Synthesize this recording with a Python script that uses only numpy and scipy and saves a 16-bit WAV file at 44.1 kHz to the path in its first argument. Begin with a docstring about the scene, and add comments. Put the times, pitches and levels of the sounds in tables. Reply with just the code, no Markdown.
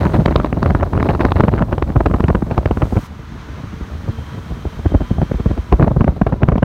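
"""At the window of a moving car, a phone is held out in the wind. Swirls of air (eddies) hit its
microphone some twenty times a second, each a thud with a ragged flap, at times driving its limiter.
Sharp eddies also crackle and snap; blunt ones, in slower air, only thud. The engine drones underneath.
From about 3 s the phone is sheltered for two seconds or so: tyre roar, air hiss and a faint whistle
come through a softer rumble."""
import sys
import numpy as np
from scipy import signal
from scipy.fft import rfft, irfft
from scipy.io import wavfile
from scipy.ndimage import uniform_filter1d, minimum_filter1d

SR = 44100
rng = np.random.default_rng(int(sys.argv[2]) if len(sys.argv) > 2 else 0)


def persist_wave(psi):
    """Save psi, clipped to +-1, as 16-bit WAV."""
    counts = np.round(np.clip(psi, -1, 1) * 32767).astype(np.int16)
    wavfile.write(sys.argv[1], SR, np.atleast_2d(counts).T)


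N = 292824


def gain_of(db):
    """Turns decibels into a number to multiply a sound by."""
    return 10 ** (np.asarray(db) / 20)


def evened(x):
    """Scales a signal so that its average size (rms) is one."""
    return x / np.sqrt(np.mean(x ** 2) + 1e-20)


def follow(rows):
    """Joins (time, level) points with straight lines, giving a level for every sample."""
    times, levels = np.transpose(rows)
    return np.interp(np.arange(N) / SR, times, levels)


def add(mix, time_s, sound):
    """Lays a sound into the mix at the given time."""
    start = round(time_s * SR)
    sound = sound[max(-start, 0):]
    part = mix[max(start, 0):][:len(sound)]
    part += sound[:len(part)]


def ring(tone, size=8192):
    """Builds a filter from (frequency, level) points: the short ring it gives after one click."""
    hz, db = np.transpose(tone)
    grid_hz = abs(np.fft.fftfreq(size, 1 / SR)) + 1
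    log_gain = np.log(gain_of(np.interp(np.log(grid_hz), np.log(hz), db)))
    spectrum = np.exp(np.conj(signal.hilbert(log_gain)))  # so nothing rings before the click
    response = np.fft.ifft(spectrum).real[:size // 2]
    fade = np.cos(np.linspace(0, np.pi / 2, len(response))) ** 2
    return response * fade


def colour(x, tone):
    """Filters a sound to the given tone, at an average size of one."""
    return evened(signal.oaconvolve(x, ring(tone))[:N])


def wander(hz):
    """A smooth random curve that changes up to about hz times a second."""
    keep_slow = np.exp(-(np.fft.rfftfreq(N, 1 / SR) / hz) ** 2)
    return evened(irfft(rfft(rng.standard_normal(N)) * keep_slow, N))


def lumps(hz, depth_db):
    """A volume that rises and falls at random, as churning air does."""
    return gain_of(depth_db * np.clip(wander(hz), -2, 2))


def with_flow(flow_db, full_db, slope):
    """A level that is full_db in full wind (-22 dB) and moves by slope dB for each dB of wind."""
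    return full_db + slope * (flow_db + 22)


# How strong the wind is at the microphone: (time [s], level [dB])
AIRFLOW = [(0.0, -22), (0.2, -20), (0.5, -23), (0.8, -23.5), (1.1, -20.5), (1.5, -22.5), (1.85, -30),
           (2.0, -26), (2.85, -31), (3.05, -43), (3.4, -36.7), (4.6, -37), (5.07, -35), (5.68, -39),
           (5.79, -22), (5.93, -31), (6.62, -32)]
# The tone of each wind noise, from low to high: (frequency [Hz], relative level [dB])
RUMBLE_TONE = [(15, -34.5), (30, -9), (48, 5.5), (75, 11), (110, 6.5), (180, 0.5), (300, -7), (600, -55)]
FLUTTER_TONE = [(80, -13.5), (200, -7.5), (330, -1), (480, -6.5), (620, -5), (1000, -15), (1600, -31),
                (2500, -45.5), (4000, -32), (7000, -61)]
CRACKLE_TONE = [(300, -27), (700, 1.5), (1050, 4), (1600, -4), (2300, -12), (3000, -18), (3800, -36),
                (4900, -34), (7000, -45), (15000, -55)]
def slipstream():
    """Air rushing past rumbles and flutters; as it grows stronger it turns ragged and spits."""
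    flow_db = follow(AIRFLOW)
    ragged = np.clip((flow_db + 47) / 14, 0, 1)  # 0 is smooth air, 1 is fully torn
    gusts = lumps(hz=32, depth_db=5.5)
    churn = gusts * lumps(hz=400, depth_db=5.5)
    rumble = colour(rng.standard_normal(N) * gusts ** .45, RUMBLE_TONE)
    smooth = colour(rng.standard_normal(N), FLUTTER_TONE)
    torn = colour(rng.standard_normal(N) * churn, FLUTTER_TONE)
    flutter = np.sqrt(1 - ragged) * smooth + np.sqrt(ragged) * torn
    spit = colour(rng.standard_normal(N) * churn ** 1.45, CRACKLE_TONE)
    return (gain_of(with_flow(flow_db, full_db=-21, slope=.66)) * rumble
            + gain_of(with_flow(flow_db, full_db=-27.5, slope=1.02)) * flutter
            + gain_of(with_flow(flow_db, full_db=-37.8, slope=1.3)) * spit)


# The tone of the tyres: (frequency [Hz], relative level [dB])
TYRE_TONE = [(200, -1), (560, -13.5), (750, -6), (1000, 1.5), (1300, 1.5), (1800, -3.5), (2200, -6),
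             (2800, -10.5), (3200, -10), (4000, -12), (4900, -19), (6300, -17.5), (7500, -30), (10000, -73)]
# How loud they are, loudest while the phone is sheltered: (time [s], level [dB])
TYRE_LEVEL = [(0.0, -43), (0.6, -47), (1.7, -50.5), (2.75, -45.5), (3.05, -40), (3.1, -43.5), (3.5, -40.7),
              (4.0, -41.8), (5.6, -41.5), (5.85, -46.5), (6.6, -49.5)]
def tyre_roar():
    """Tyres roar on the road, and the roadside throws back an echo from a drifting distance."""
    roar = colour(rng.standard_normal(N) * lumps(hz=8.5, depth_db=.75), TYRE_TONE)
    delay_s = .0062 + .0003 * wander(hz=.48)
    echo = np.interp(np.arange(N) - delay_s * SR, np.arange(N), roar)
    return gain_of(follow(TYRE_LEVEL)) * evened(roar + .24 * echo)


# The tone of the hiss: (frequency [Hz], relative level [dB])
HISS_TONE = [(1500, -5), (3500, 4), (6000, 4), (7500, 1.5), (8800, 2.5), (10300, -4.5), (11500, -2),
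             (13000, -1.5), (15800, -4)]
# How loud it is; near 3 s it swells, then drops at once: (time [s], level [dB])
HISS_LEVEL = [(0.0, -52), (0.5, -58.5), (1.3, -57), (1.7, -60), (2.2, -55.7), (2.68, -59), (2.76, -54.5),
              (3.065, -49.5), (3.08, -62), (4.3, -56.7), (5.6, -57.3), (6.6, -69)]
def air_hiss():
    """Air sliding along the car makes a high, even hiss."""
    return gain_of(follow(HISS_LEVEL)) * colour(rng.standard_normal(N), HISS_TONE)


# The pure tones of the drone and the gear whine: (multiple of the firing rate [times], level [dB])
ENGINE_TONES = [(1, -38.5), (2, -46), (3, -44.5), (6, -52), (13, -52.5)]
def engine(firing_hz=74.26):
    """The engine's rapid firing makes a low, wavering drone under the wind, and the gears add a faint whine
    above it."""
    cycles = np.cumsum(firing_hz * (1 + .015 * wander(hz=4.84))) / SR
    return sum(gain_of(db) * np.sin(2 * np.pi * multiple * cycles) * lumps(hz=7.3, depth_db=5)
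               for multiple, db in ENGINE_TONES)


def weak_eddies(per_second=14, spread_db=2.2):
    """Lists weak eddies at uneven times, stronger and sharper in more wind; rows like STRONG_EDDIES."""
    flow_db = follow(AIRFLOW)
    rows = []
    for k, (late, size, force) in enumerate(rng.standard_normal((200, 3))):
        time_s = (k + .5 + .3 * late) / per_second
        if 0 < time_s < N / SR:
            now_db = flow_db[int(time_s * SR)]
            half_s = .009 * np.exp(.35 * size)
            strength_db = with_flow(now_db, full_db=-24, slope=.66) + spread_db * np.clip(force, -2, 2)
            sharp_db = with_flow(now_db, full_db=-2, slope=1.15)
            rows.append((time_s, half_s, strength_db, sharp_db))
    return rows


# How each part of an eddy's sound follows the eddy: (usual level [dB], change with strength [dB/dB],
# with sharpness [dB/dB], with length [dB per doubling], share of the length [times], head start [s])
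THUD_RULE = (-13.3, 1.09, -.19, .3, .7, .0025)
FLAP_RULE = (-15.9, 1.03, .19, -.8, .8, .0018)
CRACKLE_RULE = (-24.4, 1.02, 1.17, .1, .5, .0006)
SNAP_RULE = (-53, 1.6, 2.5, -2.8, .3, .0004)
# The tones of the parts, along with CRACKLE_TONE above: (frequency [Hz], relative level [dB])
THUD_TONE = [(15, -61), (30, -18), (48, 3), (70, 2.5), (130, -2.5), (200, -7.5), (320, -23), (700, -90.5),
             (4000, -110)]
FLAP_TONE = [(70, -12.5), (140, -1.5), (210, 0.5), (330, -1), (480, -6), (600, -7), (900, -16), (1400, -25),
             (3000, -54.5), (9000, -97)]
SNAP_TONE = [(1000, -14), (2300, 1), (3000, -3), (3800, 0), (4900, -14), (6200, -19), (7500, -30),
             (10000, -40), (15000, -50)]
# The big swirls that hit the phone: (time [s], half length [s], strength [dB], sharpness [dB])
STRONG_EDDIES = [(0.056, 0.011, -14.0, 2.0), (0.151, 0.009, -17.5, -3), (0.195, 0.018, -12.0, -13.0),
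                 (0.259, 0.0018, -11.0, 5.0), (0.283, 0.0034, -19.0, 1.0), (0.315, 0.008, -21.5, 2.0),
                 (0.36, 0.002, -8.0, 8.0), (0.4, 0.009, -18.5, 2.0), (0.448, 0.0033, -17.5, 4.0),
                 (0.53, 0.005, -17.0, -2.0), (0.577, 0.008, -18.5, -13.0), (0.629, 0.0034, -15.5, 4.0),
                 (0.663, 0.005, -15.0, 0.0), (0.704, 0.009, -14.0, -1.0), (0.752, 0.005, -11.0, -3.0),
                 (0.831, 0.0039, -16.0, 2.0), (0.935, 0.012, -19.0, 3.0), (0.978, 0.015, -16.0, 0.0),
                 (1.029, 0.002, -19.5, 6.0), (1.094, 0.0063, -14.5, 1.0), (1.152, 0.0043, -24.0, 7.0),
                 (1.211, 0.011, -19.5, 6.0), (1.252, 0.0041, -15.0, 5.0), (1.321, 0.002, -19.0, 9.0),
                 (1.367, 0.011, -18.5, 2.0), (1.404, 0.008, -12.0, 4.0), (1.438, 0.0047, -13.0, -3.0),
                 (1.485, 0.0058, -13.5, 1.0), (1.535, 0.01, -16.0, -1.0), (1.58, 0.01, -19.5, 3.0),
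                 (1.62, 0.013, -14.5, 1.0), (1.726, 0.006, -17.5, 2.0), (1.782, 0.008, -21.0, 2.0),
                 (1.824, 0.004, -15.5, 2.0), (1.9, 0.009, -22, -3), (1.966, 0.01, -11.5, -4.0),
                 (2.009, 0.0033, -14.5, 0.0), (2.062, 0.0034, -14.0, 3.0), (2.109, 0.015, -15.5, -5.0),
                 (2.142, 0.0054, -14.0, -4.0), (2.204, 0.0064, -21.0, 5.0), (2.242, 0.0094, -13.5, -4.0),
                 (2.286, 0.003, -16.5, 2.0), (2.303, 0.004, -12.5, -6.0), (2.353, 0.006, -14.5, 2.0),
                 (2.426, 0.0039, -15.5, -10.0), (2.515, 0.0059, -19.5, -3.0), (2.579, 0.006, -12.0, 3.0),
                 (2.66, 0.006, -15.0, 0.0), (2.713, 0.0025, -16.0, 0.0), (2.774, 0.0042, -18.0, -3.0),
                 (2.823, 0.01, -12.0, -3.0), (2.927, 0.0051, -18.0, -10.0), (2.969, 0.01, -12.5, -7.0),
                 (3.639, 0.009, -27.0, -17.0), (3.811, 0.007, -26.0, -22.0), (4.086, 0.0096, -21.0, -15.0),
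                 (4.377, 0.014, -26.5, -16.0), (4.51, 0.015, -22.5, -17.0), (4.656, 0.0075, -20.0, -11.0),
                 (4.86, 0.0062, -12.0, -13.0), (4.923, 0.004, -20.5, -24.0), (4.948, 0.005, -8.5, -11.0),
                 (5.011, 0.0082, -19.0, -7.0), (5.113, 0.0055, -16.5, -18.0), (5.186, 0.013, -18.5, -18.0),
                 (5.223, 0.009, -14.0, -7.0), (5.316, 0.002, -17.5, -7.0), (5.345, 0.008, -19.0, -23.0),
                 (5.398, 0.007, -20.5, -8.0), (5.464, 0.0059, -13.0, -20.0), (5.508, 0.009, -16.5, -12.0),
                 (5.581, 0.009, -18.0, -11.0), (5.727, 0.0053, -5.5, -3.0), (5.799, 0.008, -12.5, -8.0),
                 (5.828, 0.009, -10.0, -6.0), (5.874, 0.0063, -13.0, -4.0), (5.915, 0.005, -17.5, -16.0),
                 (5.968, 0.008, -12.5, -17.0), (6.009, 0.009, -9.0, -1.0), (6.046, 0.0026, -15.5, -7.0),
                 (6.081, 0.008, -12.0, -6.0), (6.218, 0.0038, -11.5, -4.0), (6.269, 0.0038, -15.5, -2.0),
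                 (6.328, 0.0084, -14.5, -7.0), (6.431, 0.009, -9.0, -3.0), (6.489, 0.0066, -11.0, 2.0),
                 (6.524, 0.006, -13.5, -5.0), (6.558, 0.003, -18.0, -4.0), (6.582, 0.006, -18.5, 1.0),
                 (6.63, 0.005, -8.5, -2.0)]
def eddy_hits(usual_strength_db=-15, usual_half_s=.008):
    """Each eddy hits the microphone as a burst of pressure, with the fine crackle bunched in its middle."""
    t = np.arange(-SR // 25, SR // 25) / SR
    shreds = lumps(hz=370, depth_db=6.5)  # the higher parts are torn up more by this
    parts = [(ring(THUD_TONE), rng.standard_normal(N), THUD_RULE),
             (ring(FLAP_TONE), rng.standard_normal(N) * shreds, FLAP_RULE),
             (ring(CRACKLE_TONE), rng.standard_normal(N) * shreds ** 2, CRACKLE_RULE),
             (ring(SNAP_TONE), rng.standard_normal(N) * shreds ** 2.7, SNAP_RULE)]
    from_peak = abs(t) * np.where(t < 0, 1.9, 1.02)  # an eddy arrives faster than it leaves
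    out = np.zeros(N)
    for time_s, half_s, strength_db, sharp_db in list(STRONG_EDDIES) + weak_eddies():
        here = (round(time_s * SR) + np.arange(len(t))) % N
        harder = strength_db - usual_strength_db
        longer = np.log2(half_s / usual_half_s)
        for response, noise, (usual_db, by_strength, by_sharpness, by_length, share, early_s) in parts:
            db = usual_db + by_strength * harder + by_sharpness * sharp_db + by_length * longer
            swell = 1 / np.cosh(from_peak / (half_s * share))  # a bell-shaped rise and fall
            burst = signal.fftconvolve(noise[here] * swell, response)
            burst *= np.sqrt(.02 * SR / np.sum(burst ** 2))  # as much energy as 0.02 s at 0 dB
            add(out, time_s + t[0] - early_s, gain_of(db) * burst)
    return out


# How loud the whistle is; it swells from about 4 s: (time [s], level [dB])
WHISTLE_LEVEL = [(3.9, -70), (4.2, -53), (4.6, -58), (5.1, -52), (5.55, -58), (5.9, -78)]
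def whistle(pitch_hz=3160, width_hz=110):
    """Air sings past the edge of the window with a faint, breathy note."""
    angle = 2 * np.pi * pitch_hz * np.arange(N) / SR
    note = wander(width_hz) * np.cos(angle) + wander(width_hz) * np.sin(angle)
    return gain_of(follow(WHISTLE_LEVEL)) * note


def scene():
    """Wind on the microphone over the sounds of the car, in one channel."""
    return (eddy_hits() + slipstream() + tyre_roar() + air_hiss() + whistle() + engine())[None]


def record(dry):
    """The phone's limiter briefly turns down the hardest hits; then the highest treble is cut off."""
    ceiling, top_hz = .95, 15900
    gain = minimum_filter1d(ceiling / np.maximum(abs(dry), ceiling), size=61)
    gain = uniform_filter1d(uniform_filter1d(gain, size=31), size=31)  # smooth each dip
    end_fades = signal.windows.tukey(N, .001)
    treble_cut = signal.firwin(511, top_hz, window=("kaiser", 9), fs=SR)
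    return signal.oaconvolve(dry * gain * end_fades, treble_cut[None], "same")


dry = scene()
out = record(dry)
persist_wave(out)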